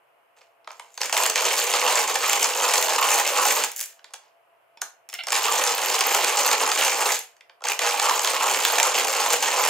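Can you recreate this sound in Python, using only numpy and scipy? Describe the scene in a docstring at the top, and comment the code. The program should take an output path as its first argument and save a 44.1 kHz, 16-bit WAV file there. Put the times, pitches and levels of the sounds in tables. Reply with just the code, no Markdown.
"""A hand coffee mill is cranked in the lap in a small furnished room, while a fan hums far off.
First the hands knock on the mill. From about 1 s beans crack and crumble between the burrs; each fracture
is an impulse that excites the wooden box (low), the burrs (middle) and the metal dome (high).
In a pause from 3.6 s the loose crank rattles, crumbs settle and the spindle squeaks by stick-slip friction.
Grinding resumes at 5.3 s, stops at 7.1 s for a few knocks, and runs again from 7.7 s to the end."""
import sys
import numpy as np
from scipy import signal
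from scipy.fft import rfft, irfft, next_fast_len
from scipy.io import wavfile
from scipy.ndimage import uniform_filter1d

SR = 44100
rng = np.random.default_rng(int(sys.argv[2]) if len(sys.argv) > 2 else 0)


def store_wav(level_fs):
    """Save 16-bit WAV to argv[1]."""
    pcm = np.round(np.clip(np.atleast_2d(level_fs), -1, 1) * 32767)
    wavfile.write(sys.argv[1], SR, pcm.T.astype(np.int16))


N = 427329

# Levels in the tables are relative: gains and filters follow.
# Spectrum of the fan's air noise: frequency_hz, density_db
FAN_SPECTRUM = [(60, -44), (125, -29.5), (205, -42), (300, -29.5), (560, -15), (1000, -17), (1800, -25),
                (2900, -25.5), (3700, -42), (6000, -45), (14000, -40), (16000, -53.5)]
# Narrow noise bands of the fan's whine: pitch_hz, width_hz, level_db
FAN_WHINE = [(676, 4, -71), (700, 9, -80)]
# Reverberation time: frequency_hz, t60_s
ROOM_DECAY = [(300, 0.28), (1400, 0.29), (4000, 0.27), (10000, 0.23), (15000, 0.24)]
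# Likeness of left and right echoes: frequency_hz, correlation
ROOM_COHERENCE = [(200, 0.94), (700, 0.95), (2000, 0.46), (5000, 0.11), (14000, .05)]
# Level difference of the microphone ports: frequency_hz, left_over_right_db
PORT_BALANCE = [(60, 7.5), (120, 6.5), (240, -0.5), (480, -0.5), (950, -3), (1890, -2), (3770, -4),
                (7520, 2), (15000, -3)]
# Phase difference of the ports: frequency_hz, left_lead_rad
PORT_LEAD = [(200, .1), (1120, .65), (3900, .35), (5950, 1.05), (7500, -.2), (13200, -.3)]
# Narrow cuts in the recorder: centre_hz, width_hz
NOTCHES = [(5760, 250), (6720, 230), (7680, 200)]
# Borders between drawer, box, burrs, dome and the thin top edge of the sound: frequency_hz
PART_BORDERS_HZ = [650, 1500, 5500, 9500]
# Spectrum of the mill's impulse response: frequency_hz, density_db
MILL_SPECTRUM = [(71, -85), (120, -36), (222, -50.5), (272, -32), (314, -28.5), (493, -7), (643, -10.5),
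                 (822, 1), (1490, -3.5), (2640, -2), (3900, -5.5), (7200, -2.5), (9790, -12.5),
                 (13900, -14), (16000, -13.5)]
# Decay of that response, before each source shortens it: frequency_hz, t60_s
MILL_DECAY = [(250, 0.072), (1000, 0.047), (4000, 0.023), (14000, 0.014)]
# Resonances and dips of box, burrs and dome: centre_hz, width_hz, lift_db
BODY_RESONANCES = [(274.3, 23, 10), (476, 85, 6.5), (572, 11, -7), (811, 101, 7), (1100, 20, 1),
                   (4340, 160, 3), (6710, 2320, 5), (7260, 90, 3), (9800, 210, -12), (13700, 1200, 3)]
# Knocks of hand and crank on the resting mill: start_s, level_db, box_over_burr_db, dome_over_burr_db
KNOCKS = [(0.415, -41, -7, -22), (0.645, -46, 4, -9), (0.6737, -25.5, 2.5, -11), (0.705, -28.5, -3, -12),
          (0.716, -42, -5, 9), (0.7959, -26.5, -5, -1.5), (3.992, -42, -3, -23), (4.043, -31, -11, -1),
          (4.1058, -47, 4, 1), (4.136, -30, -2, 8), (4.1399, -28, -2, 7), (4.8124, -33, -10, -6),
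          (4.8164, -21.5, -9, 9), (4.8166, -18, -7.5, 5), (4.8222, -31, 6, -4), (5.089, -31.5, -11, 7.5),
          (5.128, -25, -9, 0), (7.366, -50, -16, 4.5), (7.408, -35, -22, -10), (7.4957, -35, -4, -20),
          (7.606, -45, 7, -6), (7.62, -36.5, 7.5, -1)]
# Runs of touches of the loose crank: start_s, length_s, level_db, tilt_db_per_octave
RATTLES = [(3.716, .015, -29, 4), (3.762, .03, -33, 5.5), (3.7927, .075, -24, 4), (4.773, .005, -39.5, -6),
           (5.098, .005, -29.5, -0.5), (5.122, .012, -38, 2), (5.139, 0.013, -19, 1.5),
           (5.236, .005, -26, -0.5)]
# Modes of the crank: pitch_hz, level_db, t60_s
CRANK_MODES = [(900, -9.5, 0.048), (2520, -8, 0.045), (3500, -8.5, 0.041), (4870, -7.5, 0.017),
               (5400, 3, 0.043), (7100, -2, 0.03), (9900, -4, 0.027), (13500, -8, 0.026)]
# Course of the squeak: time_s, slip_rate_hz, level_db
SQUEAK_GLIDE = [(5.143, 694, -44), (5.149, 703, -8), (5.162, 698, -18), (5.169, 666, -36),
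                (5.183, 637, -26), (5.19, 672, -3), (5.194, 758, -6), (5.202, 688, -10), (5.212, 712, -4),
                (5.218, 684, -45)]
# Resonances of the spindle: centre_hz, width_hz, level_db
SPINDLE_RESONANCES = [(750, 400, -6), (1420, 400, -4), (2120, 260, 3.5), (2850, 470, 5), (4430, 450, -6)]
# Spells of crumbling, faint when only handled: start_s, end_s, burr_db, box_over_burr_db, dome_over_burr_db
SPELLS = [(0.369, 0.41, -62, -2, -4.5), (0.687, 0.9, -64, -1.5, -1), (0.941, 0.97, -60.5, -18.5, 5),
          (1.008, 1.062, -33.5, -4.5, -1.5), (1.134, 3.62, -27.5, -2.5, -2), (3.763, 3.847, -48, -18, 3.5),
          (4.035, 4.272, -67.5, 0, -11), (5.283, 5.29, -35.5, 3.5, -4), (5.322, 7.125, -27, -3, -1.5),
          (7.651, 9.7, -27, -3.5, -2.5)]
# Surges of effort, about one a turn: time_s, box_swell_db, burr_swell_db, dome_swell_db, strain_db
SURGES = [(1.201, -0.5, 0, -1.5, 13), (1.5, 0, 4.5, 5.5, -4), (1.88, 1.5, 1.5, 3, 14),
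          (2.3, -2.5, 0.5, 2, 11), (2.655, 2, 0.5, 3, 8.5), (3.012, -1.5, 1, 5.5, 24.5),
          (3.14, 3.5, 3.5, 4, -9.5), (3.412, 1.5, 3, 5, 16.5), (5.49, 0.5, -0.5, -0.5, 16),
          (5.85, -1.5, -0.5, -0.5, 11), (6.1, 0, 0.5, -1.5, -10), (6.32, 1.5, 0.5, 1, 2),
          (6.5, 1.5, 0, -2, 9), (6.68, 3, 3, 2.5, 7), (7.039, 3, 1, 3.5, -2), (7.7, 1, 0.5, -1, -1),
          (8.086, 0, -3, -1, 22), (8.435, 3, -0.5, 1, 12), (8.83, 5, 0.5, -0.5, 7),
          (9.23, 3.5, 1, 3.5, 5.5), (9.61, 5.5, 6, 7, -2)]
# The crank stalls until the beans give: deepest_s, depth_db, sag_s
STALLS = [(1.34, 9, 0.088), (1.668, 5.5, 0.11), (2.07, 3, 0.031), (2.2, 5, 0.052), (2.51, 3, 0.074),
          (3.23, 10.5, 0.028), (5.42, 3, 0.12), (6.57, 3.5, 0.036), (6.75, 5, 0.04), (6.971, 4.5, 0.092),
          (7.781, 23, 0.068), (7.95, 3.5, 0.038), (8.91, 7.5, 0.039), (9.394, 12.5, 0.049),
          (9.58, 3, 0.068)]
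# Rasps of the burrs; strain favours the higher one: pitch_hz, width_hz, level_db, strain_exponent
RASPS = [(2725, 410, -15.5, 0.57), (2300, 640, -18.5, -1.5)]
# Chips of bean flying against the dome: start_s, level_db, pitch_hz
CHIPS = [(1.6406, -7, 13500), (2.47, -5, 9330), (3.522, -3, 13500), (3.5607, -8, 13300), (5.86, -7, 13100),
         (6.0691, -3, 13500), (6.146, -13, 13800), (6.463, 0, 13200), (6.6125, -5, 9400),
         (7.192, -10, 11200), (8.7224, -5, 13800), (8.872, -7, 11000), (9.2883, -19, 14700),
         (9.327, -1, 9700)]
# Two rings of the dome around which small chips sound: pitch_hz
DOME_GLINTS_HZ = [10100, 13700]
# The loudest beans cracking: start_s, level_db, pitch_hz, dome_over_burr_db
CRACKS = [(0.976, -19, 5100, -3), (1.0147, -8, 6340, -7), (1.032, -14, 2160, -3.5), (1.095, -16, 2310, -1),
          (1.126, -8, 6200, -1.5), (1.1666, -6.5, 3230, -1), (1.176, -9.5, 2780, 4),
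          (1.234, -11, 6510, -0.5), (1.262, -8, 7100, 2), (1.2984, -8.5, 7640, 1), (1.3568, -8, 2580, 0),
          (1.737, -7, 2930, -8), (1.955, -10, 5250, 2.5), (2.155, -8.5, 1630, -3), (2.2957, -10.5, 2730, 4),
          (2.3309, -7, 2540, 2), (2.393, -15, 7300, -1), (2.4277, -7, 7090, 1.5), (2.443, -8, 6400, 0),
          (2.737, -6, 7260, -2), (2.7556, -10, 7210, 0), (2.7788, -10, 7400, -2), (2.825, -12, 3300, 5),
          (3.103, -16, 6170, 0), (3.116, -12, 7380, -2), (3.2752, -13, 2850, 3), (3.4523, -14, 2160, 5),
          (3.6373, -7.5, 6920, -3.5), (3.644, -12.5, 7450, 3), (5.269, -15, 4230, -3),
          (5.284, -14.5, 2520, -2), (5.304, -15, 7000, -5), (5.3208, -9, 7200, -0.5),
          (5.3275, -10.5, 2800, 0.5), (5.3523, -6, 7100, -8), (5.362, -16, 7080, 1),
          (5.522, -12, 7390, 0.5), (5.638, -11, 1890, 5.5), (5.897, -16, 4600, -3), (5.9, -10, 2610, -3),
          (6.0067, -6, 7340, -2), (6.147, -10.5, 3000, 4), (6.2445, -9.5, 2370, 1.5),
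          (6.5133, -9, 6430, -2), (6.7156, -7, 7280, -5), (6.529, -11.5, 2610, 6), (6.795, -23, 7330, -2),
          (7.142, -14, 7300, -1.5), (7.639, -18, 2160, -3), (7.685, -13.5, 7200, 1), (7.698, -19, 2400, -4),
          (7.718, -11, 2410, 0.5), (7.791, -7.5, 3520, -1), (7.9976, -8.5, 6300, -0.5),
          (8.011, -21, 5000, -7), (8.042, -17, 2070, -6), (8.095, -7.5, 6380, -4), (8.193, -10, 6410, -2),
          (8.246, -8, 3330, 1), (8.2732, -8, 3440, -2), (8.545, -10, 6400, -5), (8.65, -3, 3300, 0),
          (8.7837, -8.5, 2520, 0.5), (8.799, -7, 2400, 1), (8.829, -6.5, 6330, 0.5), (8.872, -18, 6400, -3),
          (8.985, -14.5, 2300, 5.5), (9.136, -17, 6100, 2), (9.227, -18, 6500, -1),
          (9.3323, -11.5, 6910, 4), (9.4847, -14.5, 3130, -5)]

BAND_EDGES_HZ = 120 * 2 ** np.arange(0, 7.3, .4)
BAND_CENTRES_HZ = np.sqrt(BAND_EDGES_HZ[1:] * BAND_EDGES_HZ[:-1])
CRUMBLE_DB, CRACK_DB, KNOCK_DB, ROOM_DB, FAN_DB = -2.5, -8, -4.5, -6, -62.5
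TURNS_PER_S, FRACTURES_PER_S, SMALL_CHIPS_PER_S = 2.6, 560, 39
CLUMP_DB, SIZE_SPREAD_DB, COLOUR_SPREAD_DB = 1.5, 3, 4
FRACTURE_RISE_S, CHIP_T60_S, ECHO_BUILD_S = 0.00054, 0.008, 0.007
TOUCH_GAP_S, TOUCH_LOSS_DB = 0.0097, 2
START_DB_PER_S, STOP_DB_PER_S, BOX_STOP_DB_PER_S = 2004, 213.5, 506.5
SWELL_S, BURR_LAG_S, DOME_LAG_S = 0.059, 0.091, 0.11
STRAIN_S, RASP_LEAD_S, RECOVER_S, HUSH_S, HUSH_DB = 0.038, 0.019, 0.033, 0.018, 1
EDGE_FOLLOWS = 0.56   # extra dB in the top edge for each dB of dome over burr


def from_db(db):
    """Amplitude ratio of a level in decibels."""
    return 10 ** (np.asarray(db) / 20)


def unit_rms(x):
    """Normalisation to unit mean power."""
    return x / np.sqrt(np.mean(x ** 2) + 1e-20)


def at_hz(points, hz):
    """Interpolation along logarithmic frequency."""
    return np.interp(np.log(hz), np.log(np.array(points)[:, 0]), np.array(points)[:, 1])


def band(x, k):
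    """Band-pass filtering by band k of the filter bank."""
    return signal.sosfilt(signal.butter(2, BAND_EDGES_HZ[k:k + 2], "band", fs=SR, output="sos"), x)


def resonance(x, hz, width_hz):
    """Forced response of a damped oscillator, with unit gain at its peak."""
    r = np.exp(-np.pi * width_hz / SR)
    poles = [1, -2 * r * np.cos(2 * np.pi * hz / SR), r * r]
    return signal.lfilter(np.array([1, 0, -1]) * (1 - r * r) / 2, poles, x)


def fan():
    """Stationary air noise, weakly correlated between the sides, with a faint narrow-band whine."""
    shared, own, coherence = rng.standard_normal(N), rng.standard_normal((2, N)), 0.14
    white = np.sqrt(coherence) * shared + np.sqrt(1 - coherence) * own
    bins_hz = np.maximum(np.fft.rfftfreq(N, 1 / SR), 1)
    air = unit_rms(irfft(rfft(white) * from_db(at_hz(FAN_SPECTRUM, bins_hz)), N))
    whine = sum(from_db(db) * unit_rms(resonance(shared, hz, width)) for hz, width, db in FAN_WHINE)
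    return from_db(FAN_DB) * air + whine


def room(x):
    """Diffuse reverberation decays exponentially; the mill's sway blends three echo patterns."""
    t, echoes = np.arange(SR // 2) / SR, 0
    sway = 2 * np.pi * TURNS_PER_S / 2 * np.arange(N) / SR
    for place in range(3):
        white = rng.standard_normal((2, 3, len(t))) * np.clip(t / ECHO_BUILD_S, 0, 1) ** 2
        tail = 0
        for k, hz in enumerate(BAND_CENTRES_HZ):
            noise, coherence = band(white[k % 2], k), at_hz(ROOM_COHERENCE, hz)
            sides = np.sqrt(coherence) * noise[0] + np.sqrt(1 - coherence) * noise[1:]
            tail = tail + sides * from_db(-60 * t / at_hz(ROOM_DECAY, hz))
        tail = tail / np.sqrt(1.5 * (tail ** 2).sum(axis=1, keepdims=True))
        share = x * np.cos(sway + place * 2 * np.pi / 3)
        echoes = echoes + signal.fftconvolve(share[None], tail, axes=1)[:, :N]
    return echoes


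def ports(x):
    """Level and phase differences between two close microphone ports give the stereo image."""
    size = next_fast_len(N + 4096)
    hz = np.maximum(np.fft.rfftfreq(size, 1 / SR), 1)
    left = from_db(at_hz(PORT_BALANCE, hz) / 2) * np.exp(.5j * at_hz(PORT_LEAD, hz))
    return irfft(rfft(x, size) * [left, 1 / left], size)[:, :N]


def colours(count):
    """Random spectra of unit variance, one an impulse, correlated between neighbouring bands."""
    return uniform_filter1d(rng.standard_normal((count, len(BAND_CENTRES_HZ))), size=2, axis=1) * np.sqrt(2)


def impulse_responses(onsets, colour_db, part_sizes, spike_db, decay_scale):
    """Impulse excitation: a spike and a noise burst decaying by band; one signal for each part."""
    first, last = onsets.min(), min(onsets.max() + SR // 4, N)
    parts, white = np.zeros((len(part_sizes), N)), rng.standard_normal((2, N))[:, first:last]
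    rise = np.exp(-1 / (FRACTURE_RISE_S * SR))
    sign = rng.choice([-1, 1], N)[onsets]
    for k, hz in enumerate(BAND_CENTRES_HZ):
        part = np.searchsorted(PART_BORDERS_HZ, hz)
        size = part_sizes[part] * from_db(colour_db[:, k])
        impulses = np.full(last - first, 1e-12)
        impulses[onsets - first] = size ** 2   # overlapping bursts add in power
        decay = from_db(-120 / (decay_scale * at_hz(MILL_DECAY, hz) * SR))
        power = signal.lfilter([1], [1, -decay], impulses)
        power = signal.lfilter([1 - rise], [1, -rise], power)   # a break spreads through the bean
        burst = white[k % 2] * np.sqrt(power)
        burst[onsets - first] += from_db(spike_db) * sign * size
        parts[part, first:last] += from_db(at_hz(MILL_SPECTRUM, hz)) * band(burst, k)
    return parts


def blows(start_s, burr_db, box_db, dome_db, edge_db=0, colour_db=0, decay_scale=0.5):
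    """Single impacts, drier than the crumbling, divide their energy among box, burrs and dome."""
    band_power = from_db(2 * at_hz(MILL_SPECTRUM, BAND_CENTRES_HZ)) * np.diff(BAND_EDGES_HZ) * 2 / SR
    part = np.searchsorted(PART_BORDERS_HZ[1:3], BAND_CENTRES_HZ)
    box, burr, dome = (from_db(burr_db + db) / np.sqrt(band_power[part == k].sum())
                       for k, db in enumerate([box_db, 0, dome_db]))
    edge = dome * from_db(EDGE_FOLLOWS * dome_db + edge_db)
    colour_db = colour_db + 0.99 * colours(len(start_s))
    return impulse_responses((start_s * SR).astype(int), colour_db, [box, box, burr, dome, edge],
                             spike_db=5, decay_scale=decay_scale).sum(axis=0)


def mill_body(x):
    """Resonance: box, burrs and dome lift their own pitches, with two dips between."""
    for hz, width_hz, lift_db in BODY_RESONANCES:
        x = x + (from_db(lift_db) - 1) * resonance(x, hz, width_hz)
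    return x


def knocks():
    """Damping by the hands keeps knocks short; soft contact takes away the highest treble."""
    impacts = blows(*np.transpose(KNOCKS), edge_db=-1.5, decay_scale=0.51)
    return signal.sosfilt(signal.butter(2, 11000, fs=SR, output="sos"), impacts)


def rattle():
    """Modal vibration: each touch on the spindle strikes the crank's modes unequally, over a dry snap."""
    start_s, length_s, first_db, run_tilt_db = np.transpose(RATTLES)[:, :, None]
    touch, chance = np.arange(8), rng.standard_normal((len(RATTLES), 2, 8))
    delay_s = np.cumsum(TOUCH_GAP_S * np.exp(0.45 * chance[:, 0]) * (touch > 0), axis=1)
    touch_db = first_db - TOUCH_LOSS_DB * touch - 4.5 * chance[:, 1] * (touch > 0)
    touch_db = np.where(delay_s <= length_s, touch_db, -200).ravel()
    touch_s, tilt_db = (start_s + delay_s).ravel(), np.repeat(run_tilt_db, len(touch))
    onsets, ring = (touch_s * SR).astype(int), np.zeros(N)
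    scatter_db = 2.7 * rng.standard_normal((len(onsets), len(CRANK_MODES)))
    for k, (hz, mode_db, t60_s) in enumerate(CRANK_MODES):
        impulses = np.full(N, 1e-18)
        impulses[onsets] = from_db(touch_db - 15 + mode_db + tilt_db * np.log2(hz / 8000) + scatter_db[:, k])
        r, w = from_db(-60 / (t60_s * SR)), 2 * np.pi * hz / SR
        ring += signal.lfilter([0, np.sin(w)], [1, -2 * r * np.cos(w), r * r], impulses)
    return ring + blows(touch_s, touch_db - 6, box_db=-19, dome_db=3 * tilt_db, edge_db=-3, colour_db=-0.5)


def squeak():
    """Stick-slip friction: nearly periodic pulses at a gliding rate ring the spindle."""
    time_s, rate_hz, level_db = np.transpose(SQUEAK_GLIDE)
    t = np.arange(N) / SR
    jitter = 1 + .06 * unit_rms(uniform_filter1d(rng.standard_normal(N), size=60))
    cycles = np.cumsum(np.interp(t, time_s, rate_hz) * jitter) / SR
    slips = np.diff(np.floor(cycles), prepend=0) * from_db(np.interp(t, time_s, level_db, -200, -200)) + 1e-18
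    return sum((-1) ** k * from_db(db) * resonance(slips, hz, width)
               for k, (hz, width, db) in enumerate(SPINDLE_RESONANCES))


def effort():
    """Amplitude modulation by spells, surges and stalls: gains of box, burrs and dome, then the strain."""
    t, sample_s = np.arange(0, N, 40) / SR, np.arange(N) / SR
    deepest_s, depth_db, sag_s = np.transpose(STALLS)[:, :, None]
    sag = np.clip(np.minimum(1 + (t - deepest_s) / sag_s, 1 - (t - deepest_s) / RECOVER_S), 0, 1)
    until_crack_s = np.array(CRACKS)[:, :1] - t
    resisting = ((until_crack_s > 0) & (until_crack_s < HUSH_S)).any(axis=0)   # a bean about to crack
    stall_db = (depth_db * sag).sum(axis=0) + HUSH_DB * resisting
    start_s, end_s, burr_db, box_db, dome_db = np.transpose(SPELLS)[:, :, None]
    surge_s, box_swell, burr_swell, dome_swell, strain_db = np.transpose(SURGES)[:, :, None]
    gains = []
    for over_db, stop_rate, swell_db, lag_s in [(box_db, BOX_STOP_DB_PER_S, box_swell, 0),
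                                                (0, STOP_DB_PER_S, burr_swell, BURR_LAG_S),
                                                (dome_db, STOP_DB_PER_S, dome_swell, DOME_LAG_S)]:
        fade_db = START_DB_PER_S * np.maximum(start_s - t, 0) + stop_rate * np.maximum(t - end_s, 0)
        surge_db = (swell_db * np.exp(-.5 * ((t - surge_s - lag_s) / SWELL_S) ** 2)).sum(axis=0)
        gain = from_db(burr_db + over_db - fade_db).sum(axis=0) * from_db(surge_db - stall_db)
        gains.append(np.interp(sample_s, t, gain) + 1e-12)
    strain = from_db((strain_db * np.exp(-.5 * ((t - surge_s) / STRAIN_S) ** 2)).sum(axis=0))
    return *gains, np.interp(sample_s, t, strain)


def chips(burr_gain):
    """Damped free vibration: each chip rings the dome roughly; small ones come by chance while grinding."""
    small = np.flatnonzero(rng.random(N) < SMALL_CHIPS_PER_S / SR)
    loudness, choice, detune = rng.standard_normal((len(small), 3)).T
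    start_s, level_db, hz = np.transpose(CHIPS)
    small_size = from_db(-27 + 3.5 * loudness) * burr_gain[small] / np.median(burr_gain)
    size = np.r_[from_db(level_db - 10), small_size]
    hz = np.r_[hz, np.where(choice > 0, *DOME_GLINTS_HZ) * np.exp(.04 * detune)]
    onsets, age = np.r_[(start_s * SR).astype(int), small][:, None], np.arange(1024)
    rough = 1 + 2.4 * uniform_filter1d(rng.standard_normal((len(onsets), len(age))), size=9, axis=1)
    envelope = size[:, None] * rough * from_db(-60 * age / SR / CHIP_T60_S)
    rings = envelope * np.sin(2 * np.pi * hz[:, None] * age / SR)
    return np.bincount((onsets + age).ravel(), rings.ravel(), N + len(age))[:N]


def cracks():
    """Brittle fracture: each loud crack is a broadband impulse, lifted around its own pitch."""
    start_s, level_db, hz, dome_db = np.transpose(CRACKS)
    octaves = np.log2(BAND_CENTRES_HZ / hz[:, None])
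    lift_db = 4 * np.exp(-.5 * (octaves / 0.36) ** 2)
    return blows(start_s, level_db, box_db=-9, dome_db=dome_db, colour_db=lift_db)


def crumble():
    """Shot noise: dense random fractures, mostly small, come in clumps as each bean breaks up."""
    clumps = unit_rms(uniform_filter1d(uniform_filter1d(rng.standard_normal(N), size=900), size=900))
    onsets = np.flatnonzero(rng.random(N) < FRACTURES_PER_S * from_db(CLUMP_DB * clumps) / SR)
    sizes = from_db(SIZE_SPREAD_DB * np.minimum(rng.exponential(1, len(onsets)), 2.5))
    part_sizes = [sizes ** 0.31] * 2 + [sizes] * 3   # drawer and box even out the sizes
    drawer, box, burr, dome, edge = impulse_responses(
        onsets, COLOUR_SPREAD_DB * colours(len(onsets)), part_sizes, spike_db=-2, decay_scale=0.9)
    box_gain, burr_gain, dome_gain, strain = effort()
    low = from_db(-8.5) * unit_rms(drawer) * np.sqrt(box_gain * burr_gain)   # shaken by box and burrs
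    groan = from_db(-14.5) * unit_rms(resonance(box, hz=1127, width_hz=200)) * strain   # box under load
    early_strain = np.roll(strain, -int(RASP_LEAD_S * SR))
    rasp = sum(from_db(db) * unit_rms(resonance(burr, hz, width)) * early_strain ** exponent
               for hz, width, db, exponent in RASPS)
    top = dome + edge * np.clip(dome_gain / burr_gain, .1, 3) ** EDGE_FOLLOWS
    return (low + (unit_rms(box) + groan) * box_gain + (unit_rms(burr) + rasp) * burr_gain
            + unit_rms(top) * dome_gain + chips(burr_gain))


def scene():
    """Superposition of the mill's direct sound, its reverberation and the fan."""
    beans = from_db(CRUMBLE_DB) * crumble() + from_db(CRACK_DB) * cracks()
    mill = mill_body(beans) + from_db(KNOCK_DB) * knocks() + rattle() + squeak()
    mill = signal.sosfilt(signal.butter(3, 235, "high", fs=SR, output="sos"), mill)   # too small for bass
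    return ports(mill + from_db(ROOM_DB) * room(mill)) + fan()


def record(dry):
    """Soft saturation rounds the peaks; filters cut the bass, three narrow treble bands and the top."""
    sound = 1.5 * np.tanh(dry / 1.5)
    sound = signal.sosfilt(signal.butter(1, 60, "high", fs=SR, output="sos"), sound)
    for hz, width_hz in NOTCHES:
        sound = sound - .9 * resonance(sound, hz, width_hz)
    return signal.sosfilt(signal.cheby2(14, 45, 16100, fs=SR, output="sos"), sound)


dry = scene()
out = record(dry)
store_wav(out)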